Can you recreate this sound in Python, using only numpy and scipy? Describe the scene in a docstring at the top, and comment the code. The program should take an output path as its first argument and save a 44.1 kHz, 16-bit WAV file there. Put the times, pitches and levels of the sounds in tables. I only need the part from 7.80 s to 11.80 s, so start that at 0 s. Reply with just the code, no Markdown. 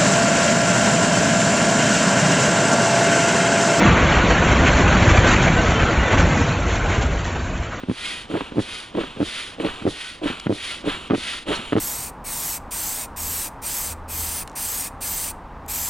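"""Over faint sea wash and a last breath of air, a bellows foot pump clunks open on a concrete pier.
As the foot lifts, the bellows spring open and suck a whistly hiss through the inlet valve.
Each push, about every 0.63 s, crumples the pleats with dull knocks and drives air down the hose.
Knocks ring the bellows' damped modes; the air is shaped noise with narrow, unsteady notes."""
import sys
import numpy as np
from scipy import signal
from scipy.fft import rfft, irfft
from scipy.io import wavfile
from scipy.ndimage import uniform_filter1d, minimum_filter1d

SR = 44100
rng = np.random.default_rng(int(sys.argv[2]) if len(sys.argv) > 2 else 0)


def dump_mix(stems):
    """Bounce the given channels to the path in sys.argv[1] as a 16-bit WAV at rate SR."""
    frames = np.atleast_2d(stems).T  # one column per channel
    limited = np.clip(frames, -1, 1)  # hard clip at full scale
    pcm = np.round(limited * 32767).astype(np.int16)
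    wavfile.write(sys.argv[1], SR, pcm)


N = 176400
T = np.arange(N) / SR
HZ = np.maximum(np.arange(N // 2 + 1) * SR / N, 1)
VALVE_OPEN_S = .02

# air down the hose: start_s, peak_s, end_s, surge_db, flow_db
PUSHES = [(-.16, -0.064, .045, -31.5, -70), (0.478, 0.59, 0.69, -34.5, -39.5),
          (1.137, 1.212, 1.48, -31.5, -40), (1.779, 1.866, 2.035, -27.5, -37),
          (2.414, 2.473, 2.66, -25, -36.5), (3.037, 3.099, 3.28, -25, -35),
          (3.656, 3.729, 3.94, -23.5, -33.5)]
# air through the inlet: start_s, peak_s, end_s, level_db
INTAKES = [(0.073, 0.288, 0.47, -29), (0.739, 0.945, 1.124, -32.5), (1.376, 1.565, 1.769, -30),
           (2.019, 2.225, 2.41, -32.5), (2.675, 2.884, 3.036, -29.5), (3.309, 3.491, 3.655, -27.5),
           (3.953, 4.139, 5, -46)]
# bellows modes: pitch_hz, opening_db, buckling_db, t60_s
BELLOWS_MODES = [(119, -13.5, -31.5, 0.088), (214.6, -11, -11.5, 0.052), (304, 0.5, -2.5, 0.057),
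                 (418.6, -9.5, -7, 0.06), (532, -14.5, -7.5, 0.043), (773, -14.5, -13, 0.022),
                 (987, -26, -19.5, 0.046), (1254, -22, -34, 0.032)]


def from_db(db):
    return 10 ** (np.asarray(db) / 20)


def rms_one(x):
    return x / np.sqrt(np.mean(x ** 2) + 1e-20)


def per_hz(points):
    """Interpolate over log frequency."""
    hz, value = np.transpose(points)
    return np.interp(np.log(HZ), np.log(hz), value)


def drift(rate_hz):
    """Smooth random curve, rms 1."""
    return rms_one(irfft(rfft(rng.standard_normal(N)) / (1 + (HZ / rate_hz) ** 2), N))


def ramp(t, length_s):
    return np.clip(t / length_s, 0, 1)


def decay(t, t60_s):
    return np.exp(-np.log(1000) * t / t60_s)


def bump(centre_s, width_s):
    return np.exp(-.5 * ((T - centre_s) / width_s) ** 2)


def add(out, start_s, sound):
    i = int(start_s * SR)
    out[i:i + len(sound)] += sound[:max(N - i, 0)]


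def ring(clicks, hz, t60_s):
    """Resonator: a unit click starts a decaying unit sine."""
    r, w = 10 ** (-3 / (t60_s * SR)), 2 * np.pi * hz / SR
    return signal.lfilter([0, np.sin(w)], [1, -2 * r * np.cos(w), r * r], clicks + 1e-18)


def noise(spectrum, reflected=True):
    """Coloured stereo noise, rms 1; slowly shifting reflections add a hollow ripple."""
    # independent share per channel: freq_hz, level_db
    spread = [(60, -35), (300, -8.5), (1000, -16.5), (2500, -16), (5000, -4.5), (10000, -7)]
    # reflections off the ground and nearby things: delay_s, level_db
    echoes = [(.0031, -15), (.0052, -12.5), (0.0134, -12)]
    shared, left, right = rfft(rng.standard_normal((3, N)))
    stereo = shared + from_db(per_hz(spread)) * np.array([left, right])
    x = irfft(stereo * from_db(per_hz(spectrum)), N)
    if reflected:
        sway = 1 + .025 * drift(rate_hz=.5)
        x = x + sum(from_db(db) * np.array([np.interp(T - delay_s * sway, T, side) for side in x])
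                    for delay_s, db in echoes)
    return rms_one(x)


def whistle(hz, speed):
    """Narrow, unsteady note, rms 1; rises to hz as the air speed goes from 0 to 1."""
    bend, wander, width_hz = .035, .008, 9
    pitch_hz = hz * (1 + bend * (speed - 1) + wander * drift(rate_hz=3.084))
    phase = 2 * np.pi * np.cumsum(pitch_hz) / SR
    return rms_one(drift(width_hz) * np.cos(phase) + drift(width_hz) * np.sin(phase))


def knocks(hits, modes_db, t60_scale, contact_s):
    """Each knock rings the bellows at a pitch set by tautness and adds a short contact clack."""
    # clack spectrum: freq_hz, level_db
    clack_spectrum = [(300, 2.5), (700, 2.5), (1200, 4), (2100, -2.5), (3200, -7.5), (4600, -24.5),
                      (11000, -60)]
    hz, _, _, t60_s = np.transpose(BELLOWS_MODES)[:, :, None]
    t, body, clack = T[:SR // 8], np.zeros(N), np.zeros(N)
    for start_s, level_db, clack_db, pitch_ratio in hits:
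        scatter_db, detune = rng.standard_normal((2, len(hz), 1))
        gain = from_db(level_db + modes_db[:, None] + scatter_db) * decay(t, t60_s * t60_scale)
        tautness = np.where(hz > hz[0], pitch_ratio, 1)  # lowest mode exempt
        pitch_hz = hz * tautness * (1 + .012 * detune)
        modes = gain * np.sin(2 * np.pi * pitch_hz * t)
        add(body, start_s, ramp(t, contact_s) * modes.sum(axis=0))
        add(clack, start_s, ramp(t, .0005) * from_db(clack_db) * decay(t, t60_s=.03))
    return body + clack * noise(clack_spectrum)


def sea():
    """Calm sea: a low, gently swelling wash."""
    # wash spectrum: freq_hz, level_db
    wash_spectrum = [(20, -4), (40, -0.5), (90, -4.5), (150, -9), (220, -4.5), (300, -6), (400, -9),
                     (700, -10), (1100, -11.5), (2000, -17), (3200, -13), (5000, -27.5), (11000, -40)]
    return from_db(-44.5 + 1.74 * drift(rate_hz=3.4)) * noise(wash_spectrum, reflected=False)


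def push_air():
    """Air surges through the outlet, then flows down the hose; the valve squeaks once."""
    # outlet air spectra: freq_hz, level_db
    surge_spectrum = [(100, 7.5), (400, 3.5), (750, 1), (1100, 7.5), (1500, 7), (2000, 3.5), (2800, 5),
                      (3400, 6), (4300, -3.5), (5000, -13.5), (7400, -20), (8800, -21.5), (11000, -20)]
    hose_spectrum = [(100, 4), (600, -4.5), (1150, 4.5), (1450, 1), (1850, -7.5), (2650, 5), (3400, 1.5),
                     (4200, -6), (5100, -19), (7400, -19.5), (11000, -26)]
    jet_spectrum = [(3500, -20), (6400, -8), (7400, 3.5), (8400, -6.5), (10300, 2), (11000, -8.5)]
    squeak_spectrum = [(3000, -28), (4300, 14.5), (4900, -26), (5600, 3), (6500, -2), (7500, -8)]
    rise_db, fall_db_per_s, sag_db_per_s = 24, 161, 26.5
    hose_notes_hz = 2880, 3090, 3300
    surge, flow = 0, 0
    for start_s, peak_s, end_s, surge_db, flow_db in PUSHES:
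        past_peak_s = np.maximum(T - peak_s, 0)
        loss_db = rise_db * (1 - ramp(T - start_s, peak_s - start_s)) + fall_db_per_s * past_peak_s
        surge += ramp(T - start_s, VALVE_OPEN_S) * from_db(surge_db - loss_db)
        gate = ramp(T - start_s, .029) * (1 - ramp(T - end_s, .025))
        flow += gate * from_db(flow_db - sag_db_per_s * past_peak_s)
    squeak = from_db(-32) * bump(3.76, width_s=.0078) * noise(squeak_spectrum)
    speed = np.sqrt(flow / flow.max())
    hose = noise(hose_spectrum) + from_db(-14) * sum(whistle(hz, speed) for hz in hose_notes_hz)
    jet = from_db(-50) * (flow / from_db(-36)) ** 2 * noise(jet_spectrum)  # hiss of a hard push
    air = surge * noise(surge_spectrum) + flow * hose + jet
    flutter = from_db(drift(rate_hz=45))
    return air * flutter + squeak


def opening_clunks():
    """The bellows spring open; slack, they ring shorter than under load."""
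    # opening knocks: start_s, level_db, clack_db, pitch_ratio
    hits = [(0.0347, -19.5, -29.5, 0.85), (0.0858, -14.5, -42, 0.67), (0.0965, -9, -27.5, 0.73),
            (0.1131, -12, -30, 0.83), (0.7206, -21.5, -32.5, 0.86), (0.758, -20.5, -45, 0.82),
            (0.7682, -14.5, -37, 0.84), (0.7742, -13, -31, 0.81), (0.782, -4, -32, 0.95),
            (0.7914, -10, -25, 0.935), (0.8007, -13, -32, 0.87), (1.3705, -22.5, -35, 0.74),
            (1.4037, -7.8, -40, 1.05), (1.4112, -11, -32, 1.27), (1.4172, -7, -34, 0.95),
            (1.4277, -9.9, -28, 1.02), (2.0214, -22, -30, 0.72), (2.0532, -8.5, -38, 0.97),
            (2.066, -6, -31, 1.24), (2.0755, -5.5, -27, 1.02), (2.0865, -14, -31.5, 1.07),
            (2.6609, -17.5, -33, 0.7), (2.6675, -10, -20.5, 0.68), (2.6953, -9, -38, 0.95),
            (2.7045, -7, -36, 1.1), (2.715, -14, -39.5, 1.16), (2.7241, -11, -30.5, 0.98),
            (3.3003, -16.5, -24.5, 1.13), (3.3074, -8, -21.5, 0.88), (3.3175, -12, -21.5, 1.13),
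            (3.3299, -10.5, -34, 0.71), (3.3349, -4, -44, 1.21), (3.3415, -4.3, -24, 1.16),
            (3.3485, -9, -19, 1), (3.3798, -22, -37, 0.77), (3.923, -11, -22, 1.02), (3.9302, -9, -17.5, 1),
            (3.9541, -8, -28, 0.79), (3.9644, -7.5, -21, 1.39), (3.9731, -8, -27, 1),
            (3.9819, -13, -22.5, 0.97)]
    _, opening_db, _, _ = np.transpose(BELLOWS_MODES)
    return knocks(hits, opening_db, t60_scale=.65, contact_s=.001)


def pier_tail(x):
    """Faint short tail scattered by the concrete."""
    t = T[:SR // 2]
    tail = rng.standard_normal((1, len(t))) * decay(t, t60_s=.13)
    return from_db(-23) * signal.fftconvolve(x, rms_one(tail) / np.sqrt(len(t)), axes=1)[:, :N]


def creases():
    """Small folds tick into the bellows early in each push and on reopening."""
    clicks_per_s = 300
    folding = sum(bump(peak_s - .044, width_s=.03) * (T > start_s) for start_s, peak_s, *_ in PUSHES)
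    unfolding = sum(bump(start_s + .017, width_s=.02) for start_s, *_ in INTAKES)
    strength = from_db(-28) * folding + from_db(-34) * unfolding
    clicks = (rng.random(N) < clicks_per_s / SR) * strength
    return sum(ring(clicks * from_db(db) * rng.standard_normal(N), hz, t60_s)
               for hz, _, db, t60_s in BELLOWS_MODES)


def intake_air():
    """The inlet gulps, then its whistly hiss follows the opening bellows' speed."""
    # inlet air spectra: freq_hz, level_db
    hiss_spectrum = [(100, -6), (500, -6), (900, -5.5), (1150, 0.5), (1420, 3), (1700, 1.5), (2100, 5),
                     (2400, 5), (3250, 7.5), (3900, 3), (4600, -0.5), (5400, -7.5), (7000, -9.5),
                     (8500, -12), (9600, -6), (11000, -14)]
    gulp_spectrum = [(500, 4), (2000, -27), (3500, 4), (5000, -9), (7000, -12.5), (9700, -14.5),
                     (11000, -10.5)]
    # gulps as the inlet opens: centre_s, level_db
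    gulps = [(.15, -51), (.82, -36.5), (1.466, -33.5), (2.11, -33), (2.753, -35.5), (3.385, -34),
             (3.995, -36.5)]
    # inlet valve notes: pitch_hz, level_re_hiss_db
    valve_notes = [(1500, -19), (1890, -18.5), (2135, -18), (2500, -14.5), (3140, -19.5), (3290, -17.5),
                   (3490, -18), (4220, -27)]
    rise_db, fall_db, valve_shut_s = 21.5, 19.5, .022
    flow = 0
    for start_s, peak_s, end_s, level_db in INTAKES:
        loss_db = rise_db * ramp(peak_s - T, peak_s - start_s) ** 1.6
        loss_db += fall_db * ramp(T - peak_s, end_s - peak_s) ** 1.8
        gate = ramp(T - start_s, VALVE_OPEN_S) * ramp(end_s - T, valve_shut_s)
        flow += gate * from_db(level_db - loss_db)
    gulp = sum(from_db(db) * bump(centre_s, width_s=.02) for centre_s, db in gulps)
    speed = np.sqrt(flow / flow.max())
    hiss = noise(hiss_spectrum) + sum(from_db(db) * whistle(hz, speed) for hz, db in valve_notes)
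    flutter = from_db(.9 * drift(rate_hz=31))
    return flow * hiss * flutter + gulp * noise(gulp_spectrum)


def buckling_knocks():
    """The pleats buckle under the foot."""
    # buckling knocks: start_s, level_db, clack_db, pitch_ratio
    hits = [(0.5, -17.0, -44, 1.01), (0.5131, -16.5, -32, 1.09), (0.5399, -9.5, -27, 0.85),
            (0.5505, -6, -28, 1.15), (0.5576, -9, -35, 1.13), (0.5695, -15.5, -24, 0.97),
            (0.6078, -12.5, -18.5, 0.94), (1.1494, -15, -29, 1.01), (1.1726, -9, -28, 0.91),
            (1.1824, -4.5, -30, 1.1), (1.1894, -19.7, -30, 0.88), (1.2056, -11.5, -35, 1.02),
            (1.2345, -17.5, -22.5, 0.89), (1.7997, -11, -23.5, 1.03), (1.8362, -13, -36, 1.1),
            (1.8479, -6.5, -23.5, 0.99), (1.8641, -11.0, -25, 1.03), (1.8844, -26, -22, 0.84),
            (2.4155, -17, -42, 1.14), (2.4343, -13, -37, 1.04), (2.4402, -19, -37, 0.99),
            (2.4578, -7.5, -32, 0.98), (2.5, -14.6, -27, 0.803), (3.0402, -19.5, -33, 1.09),
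            (3.0643, -15, -37.5, 0.97), (3.0741, -8, -31, 1), (3.0807, -16.5, -39, 0.95),
            (3.1672, -25.5, -39, 0.76), (3.6655, -19, -41, 1.06), (3.6833, -11.5, -21.5, 0.97),
            (3.6965, -16.5, -37, 1), (3.7042, -10, -39, 1.04), (3.7149, -14.5, -26, 1.15),
            (3.7925, -21, -34, 0.78)]
    _, _, buckling_db, _ = np.transpose(BELLOWS_MODES)
    return knocks(hits, buckling_db, t60_scale=.9, contact_s=.002)


def tick():
    """A brief, bright tick sounds once during the fifth push."""
    # tick spectrum: freq_hz, level_db
    tick_spectrum = [(1500, -8), (3000, 3), (5500, -5), (9000, -14)]
    return from_db(-31) * bump(2.6, width_s=.0022) * noise(tick_spectrum)


def limiter(x, ceiling_db, hold_s):
    """Smooth gain dip around the highest peaks."""
    hold = int(hold_s * SR)
    gain = 1 / np.maximum(np.abs(x).max(axis=0) / from_db(ceiling_db), 1)
    return x * uniform_filter1d(minimum_filter1d(gain, 2 * hold), hold)


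def scene():
    """Bellows with their tail off the pier, air, one tick and sea."""
    low_cut_hz = 97
    bellows = buckling_knocks() - opening_clunks() + creases()
    bellows = signal.sosfilt(signal.butter(3, low_cut_hz, "high", fs=SR, output="sos"), bellows)
    return bellows + pier_tail(bellows) + push_air() + tick() + intake_air() + sea()


def record(dry):
    """Limit peaks, offset the channels in level and phase, cut the top."""
    # channel balance: freq_hz, left_minus_right_db
    balance = [(100, 0), (300, -1.4), (600, -1.6), (1500, -1.2), (3500, -.2), (5400, 0.4), (7500, -1.5),
               (11000, -0.5)]
    # channel phase: freq_hz, left_lead_rad
    phase_lead = [(30, 0.046), (130, 0.23), (300, 0.42), (550, 0.93), (900, 1.1), (1500, 1.05),
                  (3000, 0.65), (6000, 0.11), (11000, 0.63)]
    cutoff_hz = 11020
    side = np.array([[.5], [-.5]])
    stereo = from_db(side * per_hz(balance)) * np.exp(1j * side * per_hz(phase_lead))
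    lowpass = 1 / np.sqrt(1 + (HZ / cutoff_hz) ** 400)
    limited = limiter(dry, ceiling_db=-6.5, hold_s=.0057)
    fade_out = ramp(T[-1] - T, .003)
    return irfft(rfft(limited * fade_out) * stereo * lowpass, N)


dry = scene()
out = record(dry)
dump_mix(out)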